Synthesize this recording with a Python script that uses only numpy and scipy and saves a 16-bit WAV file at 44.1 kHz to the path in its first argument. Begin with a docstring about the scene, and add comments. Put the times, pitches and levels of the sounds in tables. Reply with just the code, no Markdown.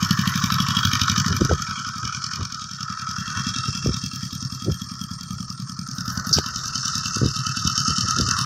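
"""A one-cylinder diesel walk-behind tractor turns at the far end of a muddy field, heard on a hand-held phone.
Firing and exhaust blow-down excite decaying pipe modes; noise bursts at four strokes a cycle ring the metal
parts over a steady gear hum. Wind buffets the microphone as swelling low noise with short pressure pushes,
a cricket chirps in trains of falling tones, and the grip on the phone shifts in a few filtered noise taps.
A faint open-air wash of shaped noise lies beneath."""
import sys
import numpy as np
from scipy import signal
from scipy.fft import rfft, irfft
from scipy.io import wavfile
from scipy.ndimage import uniform_filter1d

SR = 44100
rng = np.random.default_rng(int(sys.argv[2]) if len(sys.argv) > 2 else 0)


def gain_from_db(level_db):
    """Turn a decibel level (scalar or array-like) into a linear amplitude factor."""
    decades = np.asarray(level_db, float) / 20
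    return 10 ** decades


def dump(signal):
    """Clip the signal to [-1, 1] and save it as 16-bit WAV at the path in sys.argv[1]."""
    limited = np.clip(np.atleast_2d(signal).T, -1, 1)
    pcm = np.round(limited * 32767).astype(np.int16)
    wavfile.write(sys.argv[1], SR, pcm)


N = 372644
T = np.arange(N) / SR


def columns(table):
    """Linear interpolation: every column of a curve at every sample."""
    s, *cols = np.transpose(table)
    return [np.interp(T, s, c) for c in cols]


def unit(x):
    """Normalization to an rms of 1."""
    return x / np.sqrt(np.mean(x ** 2))


def steady(x):
    """Level compensation: divide out the running rms over a few engine cycles."""
    return x / np.sqrt(uniform_filter1d(x ** 2, SR // 3) + 1e-9)


def band(x, lo_hz, hi_hz, order=2):
    """Band limitation by a Butterworth band-pass."""
    edges_hz = [lo_hz, min(hi_hz, .45 * SR)]
    return signal.sosfilt(signal.butter(order, edges_hz, "bandpass", fs=SR, output="sos"), x)


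def walk(rate):
    """Random modulation: levels held 1 / rate s and slewed twice, with a spread near 1."""
    k = int(SR / rate)
    held = np.repeat(rng.standard_normal(N // k + 1), k)
    return 1.163 * uniform_filter1d(uniform_filter1d(held, k), k)[:N]


def crank_bell(cycle, at, spread):
    """Periodic weighting: a Gaussian bell about one crank place (0-1) in every cycle."""
    return np.exp(-((cycle % 1 - at) / spread) ** 2)


def kicks(cycle, place, scatter_db, jitter_s):
    """Impulsive excitation: one impulse a cycle at a crank place, uneven in size and time."""
    s = np.interp(np.arange(1, cycle[-1] + 1) + place, cycle, T, left=-1, right=-1)
    chance = rng.standard_normal((len(s), 2))
    at = ((s + jitter_s * chance[:, 0]) * SR).astype(int)
    keep = (at > 0) & (at < N)
    out = np.zeros(N)
    out[at[keep]] = gain_from_db(scatter_db * chance[keep, 1])
    return out


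# engine speed: time_s, firings_per_s
ENGINE_SPEED = [(0.0, 12.146), (1.27, 12.148), (2.04, 10.623), (3.62, 10.579), (4.6, 10.166), (5.5, 10.277),
                (6.18, 10.548), (7.26, 9.691), (7.75, 9.675), (8.45, 9.99)]
CYCLE_AT_START = .68


def crank_cycle():
    """Phase is the integral of rate: engine cycles turned so far, and the slowing in firings per s^2."""
    speed, = columns(ENGINE_SPEED)
    cycle = CYCLE_AT_START + np.cumsum(speed) / SR
    slowing = np.clip(-uniform_filter1d(np.gradient(speed) * SR, SR // 5), 0, None)
    return cycle, slowing


# engine load, under which firing outweighs blow-down: time_s, firing_over_blow_down_db
LOAD = [(0, 6.5), (1.25, 5.5), (1.6, -4), (6.9, 2.5), (8.45, 3.5)]
# modes of the exhaust pipe: pitch_hz, t60_s, swing_after_firing, swing_after_blow_down
PIPE_MODES = [(98, .15, -1.34, -.85), (134, .16, .21, 2.06), (186, .068, 2.18, -1.2), (223, .09, .1, .62),
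              (247, .073, -1.24, .29)]
# crank places of the firing and blow-down kicks: place_in_cycle
PIPE_KICK_AT = [-.042, .218]
PUFF_SCATTER_DB, MODE_SCATTER_DB, PIPE_WAVER_DB = 1.8, 3.2, 2.2
# gas still flowing after blow-down: level against the thumps (dB), crank place and spread (0-1)
FLOW_DB, FLOW_AT, FLOW_SPREAD = -4.5, 0.5, 0.3
# the pipe falls quiet just before firing: depth (dB), crank place and spread (0-1)
HUSH_DB, HUSH_AT, HUSH_SPREAD = 7, .89, .05


def exhaust(cycle):
    """Modal response: two pressure kicks a cycle ring the damped pipe modes, over turbulent flow noise."""
    t = T[:SR // 5]
    load_db, = columns(LOAD)
    fire, blow = (kicks(cycle, at, PUFF_SCATTER_DB, 0.00029) * gain_from_db(sign * load_db / 2)
                  for at, sign in zip(PIPE_KICK_AT, (1, -1)))
    thumps = np.zeros(N)
    onset = 1 - np.exp(-t / .001)  # the gas takes a millisecond to arrive
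    for hz, t60, after_fire, after_blow in PIPE_MODES:
        decay = np.sin(2 * np.pi * hz * t) * np.exp(-np.log(1000) * t / t60) * onset
        # the outlet swings about, so each mode reaches the ear a little differently
        waver = gain_from_db(PIPE_WAVER_DB * walk(2.99))
        push = gain_from_db(MODE_SCATTER_DB * walk(40)) * (after_fire * fire + after_blow * blow)
        thumps += waver * signal.fftconvolve(push, decay)[:N]
    flow = crank_bell(cycle, FLOW_AT, FLOW_SPREAD) * unit(band(rng.standard_normal(N), 110, 175))
    hush = gain_from_db(-HUSH_DB * crank_bell(cycle, HUSH_AT, HUSH_SPREAD))
    return unit(band(hush * (unit(thumps) + gain_from_db(FLOW_DB) * flow), 39, 316, order=3))


# crank places of firing, exhaust opening, overlap and intake closing: place_in_cycle
STROKE_AT = [-.018, .225, .5, .755]
# knock over the steady rattle (dB), before each part takes its share
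FIRE_DB, EXHAUST_VALVE_DB, OVERLAP_DB, INTAKE_VALVE_DB = 15, 12, 4, 6.5
# firing knocks harder under load (dB per dB)
KNOCK_PER_LOAD, KNOCK_DRIFT_DB = .3, 1.5
# less fuel burns while the engine slows: knock lost (dB) per squared slowing in firings per s^2
COAST_DB = 3.5
# each stroke swells fast and dies slower: time to its crest, rise and fall (s)
BURST_PEAK_S, BURST_RISE_S, BURST_FALL_S = .0025, .0014, .0026


def stroke_blows(cycle, slowing):
    """Impact excitation: at each of four strokes, a swell for noise and a knock that repeats every cycle."""
    firing_db = FIRE_DB + KNOCK_PER_LOAD * columns(LOAD)[0] - COAST_DB * slowing ** 2
    fire_db, out_db, in_db = (db + KNOCK_DRIFT_DB * walk(2.047)
                              for db in (firing_db, EXHAUST_VALVE_DB, INTAKE_VALVE_DB))
    t = T[:SR // 20]
    width_s = np.where(t < BURST_PEAK_S, BURST_RISE_S, BURST_FALL_S)
    burst = np.exp(-((t - BURST_PEAK_S) / width_s) ** 2)
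    hits = [np.clip(gain_from_db(db) - 1, 0, None) * kicks(cycle, at, 2.1, 0.00061)
            for at, db in zip(STROKE_AT, [fire_db, out_db, OVERLAP_DB, in_db])]
    swells = [signal.fftconvolve(hit, burst)[:N] for hit in hits]
    # the same parts meet on every cycle, so each stroke has one fixed noise shape
    knocks = [signal.fftconvolve(hit, burst * rng.standard_normal(len(t)))[:N] for hit in hits]
    return swells, knocks


# half-widths of skirt and crest of a resonance, as shares of its width
SKIRT, CREST = .65, .25


def peak(x, hz, width_hz):
    """Resonance: a steep band with a sharp crest in its middle, which rings on after a blow."""
    skirt, crest = (signal.butter(order, [max(hz - w, hz / 2), hz + w], "bandpass", fs=SR, output="sos")
                    for order, w in ((3, SKIRT * width_hz), (1, CREST * width_hz)))
    return signal.sosfilt(np.vstack([skirt, crest]), x)


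# moments of the turn at which the machine shows another side: time_s
HEADING_S = [.7, 2.2, 3.5, 5.2, 6.2, 7.6]
# the resonances bend up and down: wander of their delay (s), changes per s
SWAY_S, SWAY_PER_S = .0009, 16


def ring(x, modes, waver_db, sway_s):
    """Modal superposition: alternate signs leave notches; levels follow the turn and waver, pitches bend."""
    out = np.zeros(N)
    for k, (hz, width_hz, *heading_db) in enumerate(modes):
        level_db = np.interp(T, HEADING_S[:len(heading_db)], heading_db) + waver_db * walk(14)
        # a steep band answers about 1 / (2 width) s late, so it is moved forward to meet the blow
        mode = unit(np.roll(peak(x, hz, width_hz), -int(SR / (2 * width_hz))))
        if sway_s:
            mode = np.interp(T - sway_s * walk(SWAY_PER_S), T, mode)
        out += (-1) ** k * gain_from_db(level_db) * mode
    return out


def struck_part(cycle, blows, modes, shares, grain_db, rest_db, rest_spread, waver_db, sway_s):
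    """Forced vibration: grainy noise swells with a share of each stroke and rings on in one part."""
    swells, knocks = blows
    # both valves rest between overlap and intake closing, and the rattle thins
    rattle = gain_from_db(grain_db * walk(300) - rest_db * crank_bell(cycle, .64, rest_spread))
    swell = rattle + 0.66 * sum(share * stroke for share, stroke in zip(shares, swells))
    knock = 0.72 * sum(share * stroke for share, stroke in zip(shares, knocks))
    drive = rng.standard_normal(N) * swell + knock
    return ring(drive, modes, waver_db, sway_s) * np.std(drive)


# resonances of the engine block: pitch_hz, width_hz, level_db
BLOCK_MODES = [(4333, 377, -13.5), (4629, 122, -12.5), (5000, 456, -7.5), (5446, 423.4, -5),
               (5898, 354.7, -9), (6324, 664, -9.5), (7150, 1150, -17.5), (8630, 1700, -26),
               (10310, 1150, -34)]


def block(cycle, blows):
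    """Structure-borne sound: all four strokes shake the block, at pitches that stay put."""
    return struck_part(cycle, blows, BLOCK_MODES, (0.91, 1.1, 0.65, 1.06), 3.07, 3.5, 0.087, 1.93, 0)


# resonances of the covers: pitch_hz, width_hz, level_db at each of six headings
COVER_MODES = [(2362, 286, -12.5, -13.5, -22, -22.5, -32.5, -45),
               (2693, 130, -19.5, -31, -13, -23.5, -27.5, -19.5),
               (3010, 233.4, -8, -15, -31.5, -29, -24, -13.5), (3282, 200, -8.5, -12, -6.5, -14, -24, -67),
               (3756, 469, -10.5, -14, -15, -20, -17.5, -14)]


def covers(cycle, blows):
    """Plate resonance: firing and intake closing ring the covers hardest, and their pitches sway a little."""
    return struck_part(cycle, blows, COVER_MODES, (1.0, 0.55, 0.1, 1.6), 2.25, 10.0, .15, 4.2, SWAY_S / 4)


# resonances of the sheet metal: pitch_hz, width_hz, level_db at each of six headings or one for all
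SHEET_MODES = [(10193, 906, -7, -21, -13, -9, -14, 4), (12200, 1900, 0.37), (15000, 950, -1.3),
               (15000, 1500, -1.7)]


def sheet_metal(cycle, blows, level_db):
    """Amplitude modulation: fine treble rattle swells as spent gas hisses on through the exhaust stroke."""
    rattle = struck_part(cycle, blows, SHEET_MODES, (1.2, 0.9, 1.0, 0.1), 3.0, 4.0, .12, 3.0, 0)
    # more gas on some cycles than on others
    outflow = gain_from_db((7.0 + 3.0 * walk(9)) * crank_bell(cycle, .24, 0.22))
    return gain_from_db(level_db + 2.5 * walk(5)) * steady(outflow * rattle)


# resonances of the gearbox: pitch_hz, width_hz, level_db at each of six headings
GEARBOX_MODES = [(810, 1330, -27, -61, -55, -34, -26.5, -46), (1134, 263.4, 0.5, -8, -12, -8.5, -17, -15.5),
                 (1300, 157, 1.5, 4.5, 1, 1.5, -3, -2), (1478, 173.2, -2, -6.5, -5.5, -25, -8, -10.5),
                 (1747, 326, -3.5, -14, -8, -12.5, -17, -15.5)]


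def gearbox(cycle, blows, level_db):
    """Forced resonance: gear noise hums in swaying modes, its level held steady over a few cycles."""
    hum = struck_part(cycle, blows, GEARBOX_MODES, (0.21, 0.28, 0.42, 1.5), 1.5, 2.5, 0.11, 2.44, SWAY_S)
    return gain_from_db(level_db) * steady(hum)


# the moving hand shades the port and the treble dips: centre_s, dip_db, length_s
HAND_SHADE = [(6.02, 2, .012), (6.218, 4.5, 0.035), (6.423, 3, 0.016), (6.54, 2, 0.022)]


def clatter(cycle, slowing, gears_db, sheet_db):
    """Superposition: four struck parts sound together; a hand over the port shadows all but the gearbox."""
    blows = stroke_blows(cycle, slowing)
    treble = block(cycle, blows) + covers(cycle, blows) + sheet_metal(cycle, blows, sheet_db)
    dip_db = sum(db * np.exp(-((T - s) / length) ** 2) for s, db, length in HAND_SHADE)
    return gain_from_db(-dip_db) * treble + gearbox(cycle, blows, gears_db)


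# loudness of the machine at the phone: time_s, level_db
ENGINE_LEVEL = [(0, -34.5), (.6, -32.5), (1.1, -32), (1.55, -36.5), (2.36, -37.5), (2.7, -41.5),
                (3.0, -39.5), (3.49, -33.5), (4.2, -37.5), (4.9, -42), (5.8, -45), (6.11, -37.5),
                (6.98, -30), (7.29, -33), (7.7, -29.5), (8.45, -28.5)]
# what points at the phone during the turn, over that loudness:
# time_s, exhaust_outlet_db, gearbox_db, sheet_metal_db
FACING = [(0, 8, 5, -10.5), (1.3, 7, 6, -17), (1.8, 0.5, 5.5, -28), (2.65, 3, 2, -24), (2.95, 3, 8, -26),
          (3.6, 4, 1, -30), (4.2, 5, -6, -22.5), (4.9, 8.5, -0.5, -18.5), (5.8, 13, 1.5, -18.5),
          (6.2, 7, 4, -15), (6.7, -3.5, -3, -26), (7.4, 3, -1, -23.5), (8.45, -3, 2, -20.5)]


def engine():
    """Directivity: the balance of exhaust, gears and sheet metal changes as the machine turns."""
    cycle, slowing = crank_cycle()
    level_db, = columns(ENGINE_LEVEL)
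    outlet_db, gears_db, sheet_db = columns(FACING)
    return gain_from_db(level_db) * (gain_from_db(outlet_db) * exhaust(cycle) + clatter(cycle, slowing, gears_db, sheet_db))


# spectrum of the open air, before its overall level is set: pitch_hz, density_db (per Hz)
AIR_SPECTRUM = [(40, -7), (110, .1), (400, -30), (800, -29), (2000, -54), (6000, -48), (15000, -50)]
FIELD_DB = -47


def field():
    """Spectral shaping: white noise filtered to a faint open-air wash that flutters with the breeze."""
    hz, db = np.transpose(AIR_SPECTRUM)
    f = np.fft.rfftfreq(N, 1 / SR)
    shape = gain_from_db(np.interp(np.log(f + 1), np.log(hz), db))
    wash = irfft(rfft(rng.standard_normal(N)) * shape, N)
    return gain_from_db(FIELD_DB) * unit(wash * gain_from_db(6.5 * walk(5.3)))


# wind on the microphone: crest_s, rumble_level_db, length_s
GUSTS = [(1.127, -31, 0.12), (1.182, -32, 0.077), (1.314, -21.5, 0.12), (1.453, -19, 0.034),
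         (1.412, -15, 0.053), (1.519, -15.5, 0.085), (2.044, -27, 0.077), (2.408, -25.5, 0.095),
         (3.377, -30, 0.073), (3.689, -23, 0.032), (3.883, -20.5, 0.12), (4.044, -36, 0.099),
         (4.689, -17.5, 0.1), (6.187, -34, 0.077), (6.316, -21.5, 0.033), (6.383, -20.5, .077),
         (7.248, -20, 0.16), (7.667, -26.5, 0.071), (7.905, -22, 0.037), (8.047, -24, 0.056),
         (8.201, -22, 0.16), (8.3, -29, 0.18)]
# single eddies that slap the port, before filtering and gain: start_s, level_db, push_s
POPS = [(1.407, -28, .0009), (1.417, -7, 0.00089), (1.511, -7, 0.00037), (3.86, -10.5, 0.00076),
        (3.89, -15, 0.00093), (4.683, -18, 0.00073), (6.384, -10.5, 0.00032), (7.167, -19, 0.0009),
        (7.215, -11, 0.00089), (7.231, -11.5, 0.0009), (7.257, -8, 0.0011), (7.65, -11.5, 0.0016),
        (8.198, -12.5, 0.00093), (8.283, -28, 0.00083)]
# the ragged edge grows with the gust: share at a -15 dB gust (dB), growth (dB per dB)
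EDGE_DB, EDGE_SLOPE = -5, 1.2


def wind():
    """Turbulent pressure: gusts are lumpy low rumble, ragged at the crest; eddies pop as short pushes."""
    rumble = band(rng.standard_normal(N), 75.5, 143.0) * gain_from_db(2.0 * walk(50))
    edge = band(rng.standard_normal(N), 164, 446, order=4) * gain_from_db(3.9 * walk(40))
    out = np.zeros(N)
    for s, db, length in GUSTS:
        near = slice(int((s - length) * SR), int((s + length) * SR))
        swell = np.exp(-((T[near] - s) / (0.31 * length)) ** 2)
        # both parts are brought to rms 1 under the swell
        low, high = (x / np.sqrt(np.average(x ** 2, weights=swell ** 2)) for x in (rumble[near], edge[near]))
        ragged = gain_from_db(EDGE_DB + EDGE_SLOPE * (db + 15.0)) * swell * high
        out[near] += gain_from_db(db) * swell * (low + ragged)
    pushes = sum(-gain_from_db(db) * np.exp(-((T - s - .001) / push) ** 2) for s, db, push in POPS)
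    return band(out + 1.98 * band(pushes, 85, 1170), 38, 860, order=6)


# first chirp (s), first gap (s), each gap longer by (s), number of chirps
SONG_S, CHIRP_GAP_S, SLOWING_S, SONG_CHIRPS = 3.089, .1195, .0008, 23
# full voice (dB, before a doubling of amplitude), softness at the start (dB), warm-up (s)
SONG_DB, SHY_DB, WARM_UP_S = -51, -10, 0.7
CHIRP_SCATTER_S, WING_SCATTER_DB = .005, 1.2


def cricket():
    """Stridulation: each chirp is a train of 13 wing strokes, and every stroke falls in pitch."""
    out = np.zeros(N)
    t = T[:int(.0062 * SR)]
    stroke = np.hanning(len(t)) * np.sin(2 * np.pi * (9150 * t - 75000 * t ** 2))
    k = np.arange(SONG_CHIRPS)
    since = CHIRP_GAP_S * k + SLOWING_S * k * (k - 1) / 2
    starts = SONG_S + since + CHIRP_SCATTER_S * rng.standard_normal(SONG_CHIRPS)
    voice_db = SONG_DB + SHY_DB * np.exp(-since / WARM_UP_S)
    for s, db, chance in zip(starts, voice_db, rng.standard_normal((SONG_CHIRPS, 13))):
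        n = np.arange(len(chance))
        at = ((s + .0081 * n + .0002 * chance) * SR).astype(int)
        swell = np.minimum((n + 2) / 7, 1)  # the first strokes are softer
        out[at] += gain_from_db(db + WING_SCATTER_DB * chance) * swell
    return 2 * signal.fftconvolve(out, stroke)[:N]


# fingers on the phone: start_s, peak_level_db, decay_s, centre_hz, width_hz
FINGERS = [(5.876, -21.5, 0.00073, 7360, 5900), (5.945, -45, .04, 13300, 3500),
           (6.047, -41, 0.054, 12800, 4500), (6.115, -36, .04, 12900, 4500),
           (6.262, -33, 0.041, 12500, 4500), (6.327, -3, 0.017, 5320, 1300),
           (6.33, -30.5, 0.029, 12600, 5000), (6.334, -13, 0.044, 5000, 1610),
           (6.372, -19, 0.013, 4600, 4020), (6.387, -9.5, 0.00085, 2000, 6040)]


def grip():
    """Structure-borne transmission: taps and a short scrape reach the microphone through the case."""
    out = np.zeros(N)
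    for (s, db, length, hz, width_hz), noise in zip(FINGERS, rng.standard_normal((len(FINGERS), SR // 4))):
        t = T[:len(noise)]
        push = noise * np.minimum(t / (0.16 * length), 1) * np.exp(-t / length)
        tap = band(push, max(hz - width_hz / 2, 90), hz + width_hz / 2, order=3)
        i = int(s * SR)
        out[i:i + len(t)] += gain_from_db(db) * tap / np.abs(tap).max()
    return out


def scene():
    """Linear superposition: engine, open air, wind, cricket and hands in one channel."""
    return (engine() + field() + wind() + cricket() + grip())[None]


def band_limit(x):
    """A steep low-pass at the top of the band."""
    return signal.sosfilt(signal.butter(12, 16680, fs=SR, output="sos"), x)


def record(dry):
    """Band limitation: the phone cuts the deepest bass and the very top."""
    thin = signal.sosfilt(signal.butter(2, 42, "highpass", fs=SR, output="sos"), dry)
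    dull = signal.sosfilt(signal.ellip(8, .3, 60, 15750, fs=SR, output="sos"), thin)
    return band_limit(dull)


dry = scene()
out = record(dry)
dump(out)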